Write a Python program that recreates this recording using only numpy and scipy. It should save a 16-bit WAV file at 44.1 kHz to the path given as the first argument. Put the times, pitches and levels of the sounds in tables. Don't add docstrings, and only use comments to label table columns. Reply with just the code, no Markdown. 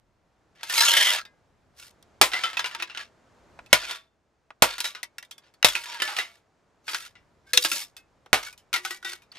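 import sys
import numpy as np
from scipy import signal
from scipy.fft import rfft, irfft
from scipy.io import wavfile
from scipy.ndimage import uniform_filter1d

SR = 44100
rng = np.random.default_rng(int(sys.argv[2]) if len(sys.argv) > 2 else 0)


def store_wav(level_fs):
    pcm = np.round(np.clip(np.atleast_2d(level_fs), -1, 1) * 32767)
    wavfile.write(sys.argv[1], SR, pcm.T.astype(np.int16))


N = 413658

# low_edge_hz, high_edge_hz
SPLIT_HZ = [(150, 1300), (1300, 5500), (5500, 19000)]


def from_db(db):
    return 10 ** (np.asarray(db) / 20)


def rms_one(x):
    return x / np.sqrt(np.mean(x ** 2) + 1e-20)


def peak_one(x):
    return x / np.max(np.abs(x))


def band(x, low_hz, high_hz, order=2):
    sos = signal.butter(order, [low_hz, high_hz], "band", fs=SR, output="sos")
    return signal.sosfilt(sos, x)


def coloured(x, spectrum):
    hz = np.maximum(np.fft.rfftfreq(4096, 1 / SR), 10)
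    point_hz, point_db = np.transpose(spectrum)
    log_gain = np.interp(np.log(hz), np.log(point_hz), point_db) * np.log(10) / 20
    cepstrum = irfft(log_gain)
    cepstrum[1:2048] *= 2
    cepstrum[2049:] = 0
    impulse = irfft(np.exp(rfft(cepstrum)))
    return signal.fftconvolve(x, impulse[None], axes=1)[:, :x.shape[1]]


def resonance(x, hz, width_hz):
    r = np.exp(-np.pi * width_hz / SR)
    zeros = np.array([1, 0, -1]) * (1 - r * r) / 2
    poles = [1, -2 * r * np.cos(2 * np.pi * hz / SR), r * r]
    return signal.lfilter(zeros, poles, x)


# pitch_hz, density_db_per_hz
TOWN_SPECTRUM = [(20, -34.5), (60, -3.5), (200, -6), (650, -5.5), (1500, -12.5), (3000, -22.5), (7000, -27),
                 (16000, -52)]
# time_s, hum_130_to_2000_hz_db_rms, rumble_db_rms
TOWN_LEVELS = [(0, -75.5, -71.5), (0.898, -64, -75), (1.6, -71, -68), (2.1, -64, -68.5),
               (3.202, -63.5, -76), (3.6, -60, -61.5), (4.101, -75, -77), (5.201, -68.5, -81),
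               (6.502, -69.5, -82), (7.201, -68, -68), (8.0, -68, -72), (9.38, -67.5, -75)]


def town():
    s, hum_db, rumble_db = np.transpose(TOWN_LEVELS)
    t = np.arange(N) / SR
    common, left, right, low = rng.standard_normal((4, N))
    hum = coloured(np.array([common + .5 * left, common + .5 * right]), TOWN_SPECTRUM)
    hum = hum / np.sqrt(np.mean(band(hum, 130, 2000) ** 2))
    rumble = rms_one(band(low + .5 * np.array([left, right]), 33, 120, order=1))
    hum_gain = from_db(np.interp(t, s, hum_db))
    rumble_gain = from_db(np.interp(t, s, rumble_db))
    return hum_gain * hum + rumble_gain * rumble


# pitch_hz, density_db_per_hz
BODY = [(100, -39), (300, -13), (700, -5.5), (1300, -5), (2200, 0.5), (3500, -0.5), (6500, -9),
        (12000, -12.5), (16500, -23)]


def grit(per_s, spread_db):
    alike = .8
    size_db = spread_db * np.minimum(rng.exponential(1, (2, N)), 4)
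    sizes = from_db(size_db) * rng.choice([-1, 1], (2, N))
    ticks = sizes * (rng.random((2, N)) < per_s / SR)
    mid, side = rms_one(coloured(ticks, BODY))
    sides = np.sqrt(1 - alike) * side * np.array([[1], [-1]])
    return (np.sqrt(1 + alike) * mid + sides) / np.sqrt(2)


# pitch_hz, width_hz, level_db
SHEET = [(354, 10, -8), (603, 15, -7.5), (950.3, 19, -3.5), (1144, 14, -4), (1380, 45, -1), (1685, 50, -4),
         (1928, 22, -8), (2212, 12, -3.5), (2688, 16, -7), (3113, 22, -10), (3630, 20, -7.5),
         (4460, 67, -8.5), (5100, 58, -6), (5360, 23, -7.5), (5850, 45, -8), (6560, 68, -5)]


def sheet(x, strengths_db, narrow, bend=1):
    out = 0
    for k, ((hz, width_hz, level_db), strength_db) in enumerate(zip(SHEET, strengths_db)):
        mode = resonance(from_db(strength_db) * x, bend * hz, narrow * width_hz)
        out = out + from_db(level_db) * mode * (-1) ** k
    return out


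def flexed(x):
    wander = .03
    steps = np.linspace(0, N, num=200)
    speed = 1 + wander * np.interp(np.arange(N), steps, rng.standard_normal(len(steps)))
    at = np.cumsum(speed)
    at += np.arange(N) - uniform_filter1d(at, size=SR // 4, mode="nearest")
    return np.array([np.interp(at, np.arange(N), row) for row in x])


# time_s, level_db_rms, highs_re_level_db
DRAG = [(0.551, -65.5, -11), (.61, -56, -28), (.7, -45.5, 4.5), (0.788, -24, 3), (.93, -26, -1.5),
        (.98, -23, -1.5), (1.14, -26.5, -4.5), (1.188, -31, -14.5), (1.242, -64.5, -11)]


def drag_gains(t):
    s, level_db, high_db = np.transpose(DRAG)
    level = from_db(np.interp(t, s, level_db, left=-200, right=-200))
    return level, level * from_db(np.interp(t, s, high_db))


def slides():
    rumble_re_level_db, ring_db = -29, 13.0
    t = np.arange(N) / SR
    level, highs = np.add(drag_gains(t), skid_gains(t))
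    clumps = from_db(3.3 * rms_one(band(rng.standard_normal(N), 15, 90)))
    scrape = grit(per_s=6000, spread_db=0.0) * clumps
    steps = np.linspace(0, t[-1], num=280)
    draws_db = rng.normal(0, 5, (len(SHEET), len(steps)))
    rocking_db = [np.interp(t, steps, row) for row in draws_db]
    scrape = scrape + from_db(ring_db) * flexed(sheet(scrape, rocking_db, narrow=0.89))
    rumble = from_db(rumble_re_level_db) * rms_one(band(scrape, 140, 380))
    high_edges_hz = SPLIT_HZ[-1]
    body = rms_one(band(scrape, 580, high_edges_hz[0]))
    return level * (body - rumble) - highs * rms_one(band(scrape, *high_edges_hz))


def contacts(rows, pans_db, rise_s, crack_db, sheet_db, ring_db):
    redent = .05
    out, t = np.zeros((2, N)), np.arange(SR // 2) / SR
    rattle = grit(per_s=8000, spread_db=2.5)
    strengths = rng.standard_normal((len(rows), len(SHEET) + 1))
    for row, pan_db, strength in zip(rows, pans_db, strengths):
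        start_s, mid_peak_db, low_db, high_db, t60_s, ring_hz, *_ = row
        at = round(start_s * SR)
        n = min(len(t), N - at, int(1.5 * t60_s * SR) + SR // 8)
        u = t[:n]
        fade = from_db(-60 * u / t60_s) + from_db(crack_db - 60 * u / 0.01)
        burst = rattle[:, at:at + n] * fade * np.minimum(u / rise_s, 1)
        damping = np.clip(.07 / t60_s, .8, 3)
        bend = 1 + redent * strength[0]
        ringing = from_db(sheet_db) * sheet(burst, 3.5 * strength[1:], damping, bend)
        ringing += from_db(ring_db) * resonance(burst, ring_hz, 80 * damping)
        burst = burst + ringing
        lows, mids, highs = (peak_one(band(burst, *edges_hz)) for edges_hz in SPLIT_HZ)
        mix = from_db(low_db) * lows - mids + from_db(high_db) * highs
        port_db = mid_peak_db + np.array([[pan_db], [-pan_db]]) / 2
        out[:, at:at + n] += from_db(port_db) * mix
    return out


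# start_s, mid_peak_db, highs_re_mids_db, t60_s, ring_hz
KNOCKS = [(0.609, -40.5, -18, 0.067, 1290), (.631, -24, -2, 0.097, 4270), (0.697, -20.5, -1.5, 0.22, 1790),
          (0.7365, -23, -7, 0.057, 2550), (1.2514, -37.5, -9.5, 0.08, 3640), (1.8255, -39, -4, 0.06, 2600),
          (2.0258, -56, 15.5, 0.028, 3370), (2.3164, -24, -14, 0.55, 1310), (2.3338, -17, -15, 0.16, 1970),
          (2.4357, -15.5, -15, 0.2, 3065), (2.531, -28, -14, 0.15, 1570), (2.5693, -17.5, -13, 0.09, 2600),
          (2.593, -15, -14, 0.099, 1640), (2.6426, -18, -17, 0.097, 2840), (2.658, -24.5, -4, 0.14, 1560),
          (2.712, -31.5, -13, 0.08, 3000), (2.7481, -20.5, -9.5, 0.054, 1580),
          (2.799, -24, -25, 0.12, 2460), (2.823, -19.5, -8, 0.064, 2580), (2.8972, -31, -33, 0.18, 2740),
          (2.9478, -27.5, -21, 0.07, 2970), (2.9732, -22, -12, 0.023, 2860), (3.661, -48.5, 2, 0.058, 2600),
          (3.845, -25, -12, .083, 2500), (3.894, -25, -9, 0.25, 3540), (3.909, -26, -1, 0.051, 4430),
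          (4.781, -25.5, -2, 0.12, 4500), (4.803, -22, 5.5, 0.07, 3950), (4.843, -20.5, -5.5, 0.2, 3870),
          (4.9489, -27.5, -15, 0.16, 1280), (5.03, -25.5, 5.5, 0.054, 2000),
          (5.1825, -29, 4.5, 0.051, 2270), (5.226, -37, -2, 0.057, 1980), (5.249, -56, 12, 0.052, 3600),
          (5.3103, -36.5, 5.5, 0.078, 3200), (5.38, -47, 10, 0.059, 3420), (5.539, -53, 2.5, .06, 4440),
          (5.627, -11, -8, 0.008, 2400), (5.6844, -17, 1.5, 0.089, 3420), (5.7515, -12.5, -12, 0.12, 2520),
          (5.857, -28.5, -6.5, 0.26, 3690), (5.9443, -31, -1, 0.052, 1960), (6, -20.5, -18, 0.17, 3090),
          (6.0195, -12, -5, 0.087, 1730), (6.0759, -20, -18, 0.32, 840), (6.1651, -20, -7, 0.18, 2760),
          (6.186, -15.5, -10, 0.19, 2030), (6.8803, -21.5, -12.5, 0.14, 1540),
          (6.9326, -24, -21, 0.054, 1500), (6.945, -18, -3.5, 0.085, 1510),
          (7.1533, -43.5, -27, 0.15, 1970), (7.5331, -13.5, 6, 0.12, 1700), (7.5738, -7, 5, 0.034, 3800),
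          (7.648, -11.5, -1.5, 0.082, 1630), (7.7154, -16, 6, 0.14, 2630), (7.966, -39, 7.5, 0.1, 1550),
          (8.26, -48.5, -0.5, 0.033, 3160), (8.527, -43.5, 9, 0.057, 2460), (8.577, -52.5, 12, 0.12, 3040),
          (8.729, -18.5, -1, 0.081, 2230), (8.739, -11.5, -5, 0.07, 2155), (8.76, -20.5, -3, 0.13, 1940),
          (8.8493, -20, -1.5, .11, 1430), (8.907, -22, -3.5, 0.11, 1910), (9.027, -34.5, -9, 0.075, 1430),
          (9.0472, -25, -4.5, 0.25, 1470), (9.22, -51.5, 0, 0.11, 2450), (9.321, -42, -2.5, 0.044, 4440)]


def knocks():
    lows_db, lows_per_db = -11.5, -0.05
    touches = [(s, db, lows_db + lows_per_db * db, *rest) for s, db, *rest in KNOCKS]
    pans_db = rng.normal(0, 1.5, len(KNOCKS))
    return contacts(touches, pans_db, rise_s=.001, crack_db=5, sheet_db=11, ring_db=12)


# start_s, end_s, pitch_hz, width_hz, level_db_rms
PANELS = [(.77, 1.2, 940, 30, -46), (.93, 1.12, 1960, 310, -28.5), (0.868, 1.123, 3110, 350, -24),
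          (0.757, .86, 4050, 64, -28), (.9, 1.04, 4230, 110, -36), (1.15, 1.22, 1635, 5.5, -51),
          (2.287, 2.448, 1340, 13, -40.5), (2.334, 2.49, 2050, 45, -39), (2.306, 2.457, 743, 40, -49.5),
          (2.52, 2.68, 998, 27, -52.5), (2.743, 2.858, 337, 16, -60.5), (3.953, 4.016, 650, 6, -69),
          (5.761, 5.985, 943, 50, -49), (6.014, 6.064, 3045, 40, -39), (6.02, 6.14, 1744, 13, -39),
          (6.18, 6.25, 3810, 26, -43), (6.242, 6.32, 679, 5.7, -67.5), (7.459, 7.516, 1570, 23, -58.5),
          (7.53, 7.591, 495, 16, -41), (7.572, 7.59, 3650, 200, -22), (7.62, 7.787, 553, 28, -53.5),
          (7.526, 7.774, 226, 66, -47.5), (8.35, 8.405, 1222, 7.7, -43.5), (8.357, 8.49, 2250, 45, -47),
          (8.42, 8.53, 1490, 20, -55), (9.317, 9.319, 4480, 70, -39.5), (8.764, 9.16, 353.4, 24, -57),
          (8.748, 9.153, 780, 28, -55), (8.9, 8.95, 1180, 51, -46), (8.84, 9.16, 1500, 24, -48.5),
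          (8.84, 9.16, 1935, 16, -48)]


def panels(shake):
    t, out = np.arange(N) / SR, np.zeros(N)
    for start_s, end_s, hz, width_hz, level_db in PANELS:
        span = slice(int(start_s * SR), int(end_s * SR) + SR // 2)
        feed = shake[span] * (t[span] < end_s)
        song = resonance(resonance(feed, hz, 8 * width_hz), hz, width_hz)
        song_rms = np.sqrt(np.sum(song ** 2) / SR / (end_s - start_s))
        out[span] += from_db(level_db) * song / song_rms
    return out


# start_s, end_s, start_level_db_rms, highs_re_level_db
SKIDS = [(1.79, 1.88, -56, 5), (2.358, 2.515, -36, -15), (2.59, 2.715, -47.5, -17), (2.73, 2.9, -46, -25),
         (2.978, 3.028, -38, -21), (3.751, 3.854, -33.5, -14.5), (3.882, 3.957, -37.5, -11),
         (4.676, 4.744, -34, -13), (4.851, 4.878, -38.5, -0.5), (5.438, 5.48, -61, -21.5),
         (5.7, 5.858, -40.5, -1), (5.899, 6.028, -38, -16), (6.046, 6.152, -38, -6),
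         (6.222, 6.379, -57, -5.5), (6.894, 7.013, -43, 2), (7.042, 7.065, -48, -3.5),
         (7.482, 7.52, -64, -1.5), (7.614, 7.75, -46.5, 14.5), (7.748, 7.826, -39.5, 5.5),
         (8.436, 8.484, -42.5, -3), (8.851, 8.959, -46, 0.5), (9.084, 9.137, -42.5, -1),
         (9.356, 9.387, -46, -23)]


def skid_gains(t):
    grip_db_per_s, slowing_db_per_s, stop_db_per_s = 699.5, 48, 461
    level, highs = np.zeros(N), np.zeros(N)
    for start_s, end_s, level_db, high_db in SKIDS:
        span = slice(int((start_s - .2) * SR), int((end_s + .3) * SR))
        u = t[span]
        skid_db = level_db - grip_db_per_s * np.maximum(start_s - u, 0)
        skid_db -= slowing_db_per_s * np.clip(u - start_s, 0, end_s - start_s)
        skid_db -= stop_db_per_s * np.maximum(u - end_s, 0)
        skid = from_db(skid_db)
        level[span] += skid
        highs[span] += from_db(high_db) * skid
    return level, highs


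# start_s, mid_peak_db, lows_re_mids_db, highs_re_mids_db, t60_s,
# ring_hz, left_re_right_db, ground_push_db
BLOWS = [(2.2133, -2.5, 0.5, 1.5, 0.16, 1022, 1, -46.5), (3.729, 3.5, -2.5, 3, 0.1, 2190, 0.5, -43.5),
         (4.6218, -3.5, 5, 5.5, 0.12, 567.5, -1, -43.5), (5.6456, 2, -7, 0.5, 0.11, 3700, 3.5, -44.5),
         (8.33, -1, 2, -3, 0.17, 2900, -0.5, -46)]


def blows():
    pans_db = np.array(BLOWS)[:, 6]
    return contacts(BLOWS, pans_db, rise_s=0.00035, crack_db=11, sheet_db=-1, ring_db=-0.5)


# pitch_hz, level_re_push_db, t60_s
THUD = [(45, -2.5, 0.46), (98, 7, 0.16), (152, 8, 0.12), (225.4, 18.5, 0.042), (605, 26.5, 0.084)]


def thuds():
    push, out = np.zeros(N), np.zeros(N)
    for start_s, *_, push_db in BLOWS:
        push[round(start_s * SR)] = from_db(push_db)
    for hz, level_db, t60_s in THUD:
        r, w = from_db(-60 / (t60_s * SR)), 2 * np.pi * hz / SR
        gain = from_db(level_db) * np.sin(w)
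        out += signal.lfilter([0, gain], [1, -2 * r * np.cos(w), r * r], push + 1e-18)
    return out


# start_s, peak_db
TAPS = [(3.59, -30), (4.505, -29.5), (8.262, -40.5)]


def taps():
    out, t = np.zeros(N), np.arange(SR // 10) / SR
    noises = rng.standard_normal((len(TAPS), len(t)))
    for (start_s, peak_db), noise in zip(TAPS, noises):
        at = round(start_s * SR)
        knock = band(noise * from_db(-60 * t / .035), 500, 1900)
        out[at:at + len(t)] += from_db(peak_db) * peak_one(knock)
    return out


def walls(x):
    t60_s, gain_db, first_s = 0.08, -14, .006
    t = np.arange(SR // 4) / SR
    scatter = rng.standard_normal((2, len(t))) * from_db(-60 * t / t60_s) * (t > first_s)
    scatter = band(scatter / np.sqrt(np.sum(scatter[0] ** 2)), 130, 7000, order=1)
    return from_db(gain_db) * signal.fftconvolve(x, scatter, axes=1)[:, :N]


def lagged(x):
    lag_at_1khz_rad, lag_power = 0.6, 0.36
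    hz = np.fft.rfftfreq(N, 1 / SR)
    lag_rad = lag_at_1khz_rad * (hz / 1000) ** lag_power
    return irfft(rfft(x) * np.exp(-1j * lag_rad), N)


def scene():
    shaken = blows() + knocks() + slides()
    near = shaken + panels(shaken.mean(axis=0)) + taps() + thuds()
    near[1] = lagged(near[1])
    return near + walls(near) + town()


def record(dry):
    cutoff_hz, stop_db = 16400, 60
    sos = signal.cheby2(12, stop_db, cutoff_hz, fs=SR, output="sos")
    return signal.sosfilt(sos, np.clip(dry, -1, 1))


dry = scene()
out = record(dry)
store_wav(out)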